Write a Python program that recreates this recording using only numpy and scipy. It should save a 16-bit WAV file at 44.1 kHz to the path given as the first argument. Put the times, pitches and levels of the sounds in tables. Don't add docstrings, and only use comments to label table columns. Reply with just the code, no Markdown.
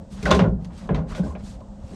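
import sys
import numpy as np
from scipy import signal
from scipy.fft import rfft, irfft, next_fast_len
from scipy.io import wavfile
from scipy.ndimage import uniform_filter1d, map_coordinates

SR = 44100
rng = np.random.default_rng(int(sys.argv[2]) if len(sys.argv) > 2 else 0)


def field_ratio(decibels):
    return 10 ** (np.asarray(decibels, dtype=float) / 20)


def generate_wav(signal):
    frames = np.transpose(np.atleast_2d(signal))
    scaled = np.clip(frames, -1, 1) * 32767
    pcm = np.round(scaled).astype(np.int16)
    wavfile.write(sys.argv[1], SR, pcm)


N = 85995
T = np.arange(N) / SR

# t/s, level/dB
BREEZE_LEVEL = [(0, 0.5), (.1, -2.5), (.2, 3.5), (.7, 0.5), (.8, -2.5), (.86, 6), (1.4, 0), (1.6, -0.5),
                (1.75, -1), (1.85, 0.5), (1.95, 0.5)]
# f/Hz, density/dB per Hz
HUM_SPECTRUM = [(15, -17), (25, 8.5), (226, -2.5), (384, -15.5), (534, -15), (575, -12.5), (800, -14.5),
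                (2000, -38.5), (2600, -90), (4400, -120)]
# f/Hz, width/Hz, level/dB
HUM_RESONANCES = [(55, 38, 2), (203.7, 11, 11.5), (535, 9.4, 13.5)]
# f/Hz, density/dB per Hz
AIR_SPECTRUM = [(880, -44), (1500, -5), (3000, -2), (5270, -4), (8500, -3.5), (9200, -20), (12000, -22.5),
                (13500, -43)]
# t/s, level/dB, panel mode f/Hz, t60/s
SHOVE_EVENTS = [(.125, -30, 60.4, 0.13), (0.227, -21.5, 185, 0.27), (.23, -19.5, 60.9, 0.66),
                (.235, -22, 153.6, .3), (.24, -30, 286, 0.18), (0.301, -16, 181, 0.75),
                (0.321, -8, 68.2, 0.24), (.365, -7.5, 187.4, 0.26), (.405, -12, 165.1, 0.43),
                (0.421, -14.5, 111.7, 0.45), (.46, -16.5, 57.7, 0.57), (.52, -13.5, 182.6, 0.19),
                (0.581, -23, 162.5, 0.17), (0.621, -18, 169.7, 0.097), (0.659, -26.5, 170.7, 0.27),
                (0.719, -26.5, 78.6, 0.15), (0.834, -25.5, 170.6, 0.094), (0.909, -15.5, 178, 0.17),
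                (.9146, -21, 180.7, 0.32), (.92, -16, 55, 0.38), (.935, -24, 168, 0.17),
                (.93, -35, 269, 0.16), (.982, -26.5, 157.6, 0.24), (.95, -23, 161.3, 0.6),
                (.97, -16, 79, 0.14), (1.112, -10, 46, 0.094), (1.195, -13, 181.4, 0.14),
                (1.2005, -16.5, 178, 0.14), (1.22, -18.5, 60.7, 0.15), (1.228, -29, 266, 0.12),
                (1.244, -21, 205, 0.14), (1.277, -17.5, 74.5, 0.17), (1.33, -31.5, 190.5, 0.81)]
# peak t/s, rise/s, fall/s, level/dB, brightness/dB per octave
RUSTLE_EVENTS = [(0.13, 0.016, 0.033, -52.5, -1), (0.2, 0.03, 0.16, -48.5, -5.5),
                 (0.81, 0.062, 0.049, -52.5, -5), (1.124, 0.028, 0.027, -42, -7.5),
                 (1.177, 0.015, 0.024, -53.5, 2), (1.119, .005, 0.0067, -58.5, 8),
                 (1.245, 0.01, .02, -54, -1.5), (1.282, 0.025, 0.04, -56.5, -1), (1.54, .02, 0.02, -59, -3),
                 (1.4, 0.016, 0.026, -56.5, -6), (1.1, 0.0089, .015, -54.5, -0.5),
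                 (1.473, 0.028, 0.049, -51.5, -1.5), (1.95, 0.079, .05, -56, -3),
                 (0.784, 0.0078, 0.015, -52.5, -1.5), (0.654, 0.041, 0.037, -64.5, -3)]
# f/Hz, density/dB per Hz
CLOTH_SPECTRUM = [(500, -28.5), (1200, -9.5), (2200, -12), (3300, -9), (4860, -8), (8500, -10),
                  (12000, -25), (15400, -42)]
# t/s, level/dB, brightness/dB per octave, ring time factor, contact/s
KNOCK_EVENTS = [(0.227, -40.5, 6, 0.46, 0.0082), (0.254, -33.5, 4, 1, 0.013), (0.265, -24, -2, 0.92, 0.059),
                (.307, -23, 2.5, 0.47, 0.0032), (0.3133, -16.5, 0, 1, .005),
                (0.346, -27, 2.5, 0.71, 0.0073), (.3914, -26.5, 0, .2, .002),
                (0.3925, -17.5, -2, 0.74, 0.01), (.44, -24, -4, 0.66, 0.018),
                (0.61, -53.5, -1.5, 0.84, .004), (0.646, -51.5, 6, 0.2, 0.0078),
                (0.7043, -46.5, -3, 1, 0.0065), (.873, -57, 4, .15, .002), (.891, -28, -3, 1, 0.006),
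                (0.908, -22.5, -7, 0.92, 0.0021), (.946, -30.5, -1, 0.93, 0.0046),
                (.965, -33.5, -4, 0.99, 0.024), (1.11, -42, -2, .5, 0.018), (1.149, -38.5, 2, 1, 0.021),
                (1.182, -31.5, -5.5, 0.49, 0.021), (1.234, -31.5, -5.5, 0.58, 0.006),
                (1.26, -37, -4, 0.71, 0.0071), (1.295, -42, -4, 0.89, 0.025),
                (1.3511, -39.5, -2.5, 0.27, 0.017), (1.605, -60, 6, 0.12, 0.0046),
                (1.612, -51.5, -6.5, 0.92, 0.0039), (1.912, -38.5, -6, 0.95, .04)]
# f/Hz, density/dB per Hz
BLOW_SPECTRUM = [(150, -0.5), (250, -7.5), (353, -17), (1050, -16.5), (2310, -20.5), (3560, -24),
                 (8560, -41), (13500, -62), (15400, -100)]
# f/Hz, width/Hz, level/dB
PANEL_RESONANCES = [(415, 10.7, 15.5), (535, 109, 11.5), (618, 41, 12.5), (797, 32, 9.5), (1050, 98, 7),
                    (1430, 11.5, 11), (2086, 74, 1.5), (3550, 290, -20.5), (6300, 1100, 1)]
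# f/Hz, t60/s
PANEL_T60 = [(250, 0.6), (700, 0.34), (1840, 0.21), (4850, 0.21), (12000, 0.22)]
# t/s, level/dB, part's mode f/Hz, t60/s
CLACK_EVENTS = [(.227, -37, 2320, .05), (.228, -29.5, 397, 0.38), (.258, -25, 535, 0.4),
                (.2605, -18, 1498, 0.063), (.297, -14, 543.6, 0.11), (.307, -26, 3830, 0.059),
                (.309, -14.5, 1052, 0.23), (.3126, -18.5, 1202, .09), (.3126, -19, 2770, 0.062),
                (.312, -16, 3494, 0.058), (.312, -20, 3970, .04), (.326, -27, 3550, 0.12),
                (.313, -19, 6300, 0.025), (.315, -17.5, 395.5, 0.48), (.312, -19.5, 1430, 0.097),
                (.3914, -24, 2920, .03), (.392, -30.5, 2090, 0.092), (.393, -25, 1042, 0.1),
                (.393, -22, 539, .2), (.395, -26, 652, 0.15), (.405, -26, 803, 0.13),
                (.443, -22, 387, 0.21), (.447, -37, 1428, 0.23), (.8912, -38.5, 2910, 0.012),
                (.892, -30.5, 983, 0.097), (.892, -37, 1660, 0.12), (.893, -41, 2067, 0.08),
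                (.893, -20, 451, 0.063), (.908, -25, 640, .06), (.946, -39.5, 3837, 0.038),
                (.946, -38.5, 3130, 0.043), (.947, -31.5, 650, 0.1), (.947, -41.5, 1010, 0.24),
                (.948, -39, 2019, 0.13), (1.12, -37.5, 1132, 0.05), (1.15, -33.5, 603, .3),
                (1.18, -38, 1488, 0.089), (1.19, -41, 580, 0.099), (1.2344, -40, 1530, 0.085),
                (1.25, -35.5, 592, 0.12), (1.265, -39, 1050, 0.12), (1.305, -38, 1050, 0.12),
                (1.3515, -43.5, 2375, 0.07), (1.352, -49, 2980, 0.031), (1.353, -52, 1650, 0.13),
                (1.355, -35.5, 603, 0.099), (1.608, -30, 607, 0.03), (1.615, -43.5, 1050, 0.11)]


def unit(x):
    return x / np.sqrt(np.mean(x ** 2) + 1e-20)


def along(points, hz):
    f, v = np.transpose(points)
    return np.interp(np.log(hz + 1), np.log(f + 1), v)


def peaks(modes, hz):
    power = 1
    for centre_hz, width_hz, db in modes:
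        power = power + field_ratio(db) ** 2 / (1 + (2 * (hz - centre_hz) / width_hz) ** 2)
    return np.sqrt(power)


def wobble(rate_hz):
    knots = rng.standard_normal(int(N * rate_hz / SR) + 4)
    return map_coordinates(knots, [T * rate_hz])


def coloured(x, gain):
    m = next_fast_len(len(x) + 8192)
    hz = np.fft.rfftfreq(m, 1 / SR)
    return irfft(rfft(x, m) * gain(hz), m)[:len(x)]


def patchy(patchy_db):
    z = signal.stft(rng.standard_normal(N), nperseg=256)[2]
    field = uniform_filter1d(rng.standard_normal(z.shape), size=4, axis=0)
    field = uniform_filter1d(field, size=6, axis=1)
    return signal.istft(z * field_ratio(patchy_db * unit(field)), nperseg=256)[1][:N]


def rings(rows, rise_cycles, waver_rad):
    s, db, hz, t60_s = np.transpose(rows)[:, :, None]
    t = np.maximum(T - s, 0)
    drift = waver_rad * np.array([wobble(row[2] / 7) for row in rows])
    rise = (1 - np.exp(-t * hz / rise_cycles)) ** 2
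    return (field_ratio(db - 60 * t / t60_s) * rise * np.sin(2 * np.pi * hz * t + drift)).sum(axis=0)


def body_hum():
    hum_db = -37.5
    level_db = hum_db + np.interp(T, *np.transpose(BREEZE_LEVEL)) + 0.45 * wobble(6.6)
    hum = coloured(patchy(patchy_db=2.0), lambda hz: field_ratio(along(HUM_SPECTRUM, hz)) * peaks(HUM_RESONANCES, hz))
    return unit(hum) * field_ratio(level_db)


def air_hiss(near):
    air_db = -67.5
    duck_from_db, duck_ratio, duck_release_s = -36, .5, .09
    air = unit(coloured(rng.standard_normal(N), lambda hz: field_ratio(along(AIR_SPECTRUM, hz))))
    k = np.exp(-1 / (duck_release_s * SR))
    loud_db = 10 * np.log10(signal.lfilter([1 - k], [1, -k], near ** 2) + 1e-12)
    duck_db = duck_ratio * np.maximum(loud_db - duck_from_db, 0)
    return air * field_ratio(air_db - duck_db)


def shoves():
    return rings(SHOVE_EVENTS, rise_cycles=0.4, waver_rad=0.49)


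def sleeves():
    stroke_edge = 2.15
    out = np.zeros(N)
    for s, rise_s, fall_s, db, tilt_db in RUSTLE_EVENTS:
        grains = patchy(patchy_db=1.8) * field_ratio(0.83 * wobble(380))
        cloth = unit(coloured(
            grains, lambda hz: field_ratio(along(CLOTH_SPECTRUM, hz) + tilt_db * np.log2((hz + 50) / 4000))))
        side_s = np.where(T < s, rise_s, fall_s)
        stroke = np.exp(-.5 * np.abs((T - s) / side_s) ** stroke_edge)
        out += field_ratio(db) * stroke * cloth
    return out


def knock_gain(hz, tilt_db):
    floor_hz = 180
    dull_hz, dull_db_per_octave = 11500, 1.5
    corner_hz = dull_hz * 2 ** (tilt_db / dull_db_per_octave)
    db = along(BLOW_SPECTRUM, hz) + tilt_db * np.log2((hz + 50) / 1000)
    db = db + min(tilt_db, 0) * np.log2(1 + (hz / corner_hz) ** 4)
    low_cut = hz ** 4 / (hz ** 4 + floor_hz ** 4)
    return field_ratio(db) * peaks(PANEL_RESONANCES, hz) * low_cut


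def knocks():
    crack_db, crack_t60_s, rise_s = 7, .007, 0.0003
    out, n = np.zeros(N + SR), SR // 2
    t = np.arange(n) / SR
    for s, db, tilt_db, ring, contact_s in KNOCK_EVENTS:
        noise = unit(coloured(rng.standard_normal(n), lambda hz: knock_gain(hz, tilt_db)))
        hz, u, z = signal.stft(noise, SR, nperseg=256, noverlap=224)
        t60_s = max(ring, .05) * along(PANEL_T60, hz)[:, None]
        fade_db = -60 * np.maximum(u - contact_s, 0) / t60_s
        body = signal.istft(z * field_ratio(fade_db), SR, nperseg=256, noverlap=224)[1][:n]
        rise = (1 - np.exp(-t / rise_s)) ** 2
        crack = 1 + field_ratio(crack_db + min(tilt_db, 0) - 60 * t / crack_t60_s)
        out[round(s * SR):][:n] += field_ratio(db) * body * rise * crack
    return out[:N]


def clacks():
    return rings(CLACK_EVENTS, rise_cycles=0.68, waver_rad=0.9)


def latch():
    start_s, length_s, rise_s, t60_s = .2545, .02, 0.0022, 0.15
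    level_db, start_hz, fall_hz_per_s = -16.5, 2265, 56500
    t = np.clip(T - start_s, 0, length_s)
    turns = start_hz * t - .5 * fall_hz_per_s * t ** 2
    close = np.cos(np.pi * t / (2 * length_s)) ** 2
    shape = (1 - np.exp(-t / rise_s)) ** 2 * close * field_ratio(level_db - 60 * t / t60_s)
    rough = np.zeros(N)
    for k in (1, .78):
        rough += k * field_ratio(1.5 * wobble(600)) * np.sin(2 * np.pi * k * turns + .3 * wobble(500))
    return shape * rough


def scene():
    near = shoves() + knocks() + clacks() + latch()
    return (body_hum() + air_hiss(near) + sleeves() + near)[None]


def low_pass(x):
    return signal.sosfilt(signal.butter(12, 15540, fs=SR, output="sos"), x)


def record(dry):
    low_cut_hz, mic_top_hz = 37, 15200
    ceiling, knee = .8, 3
    x = signal.lfilter(*signal.butter(2, low_cut_hz, "high", fs=SR), dry)
    x = x / (1 + np.abs(x / ceiling) ** knee) ** (1 / knee)
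    x = signal.lfilter(*signal.butter(6, mic_top_hz, fs=SR), x)
    return low_pass(x)


dry = scene()
out = record(dry)
generate_wav(out)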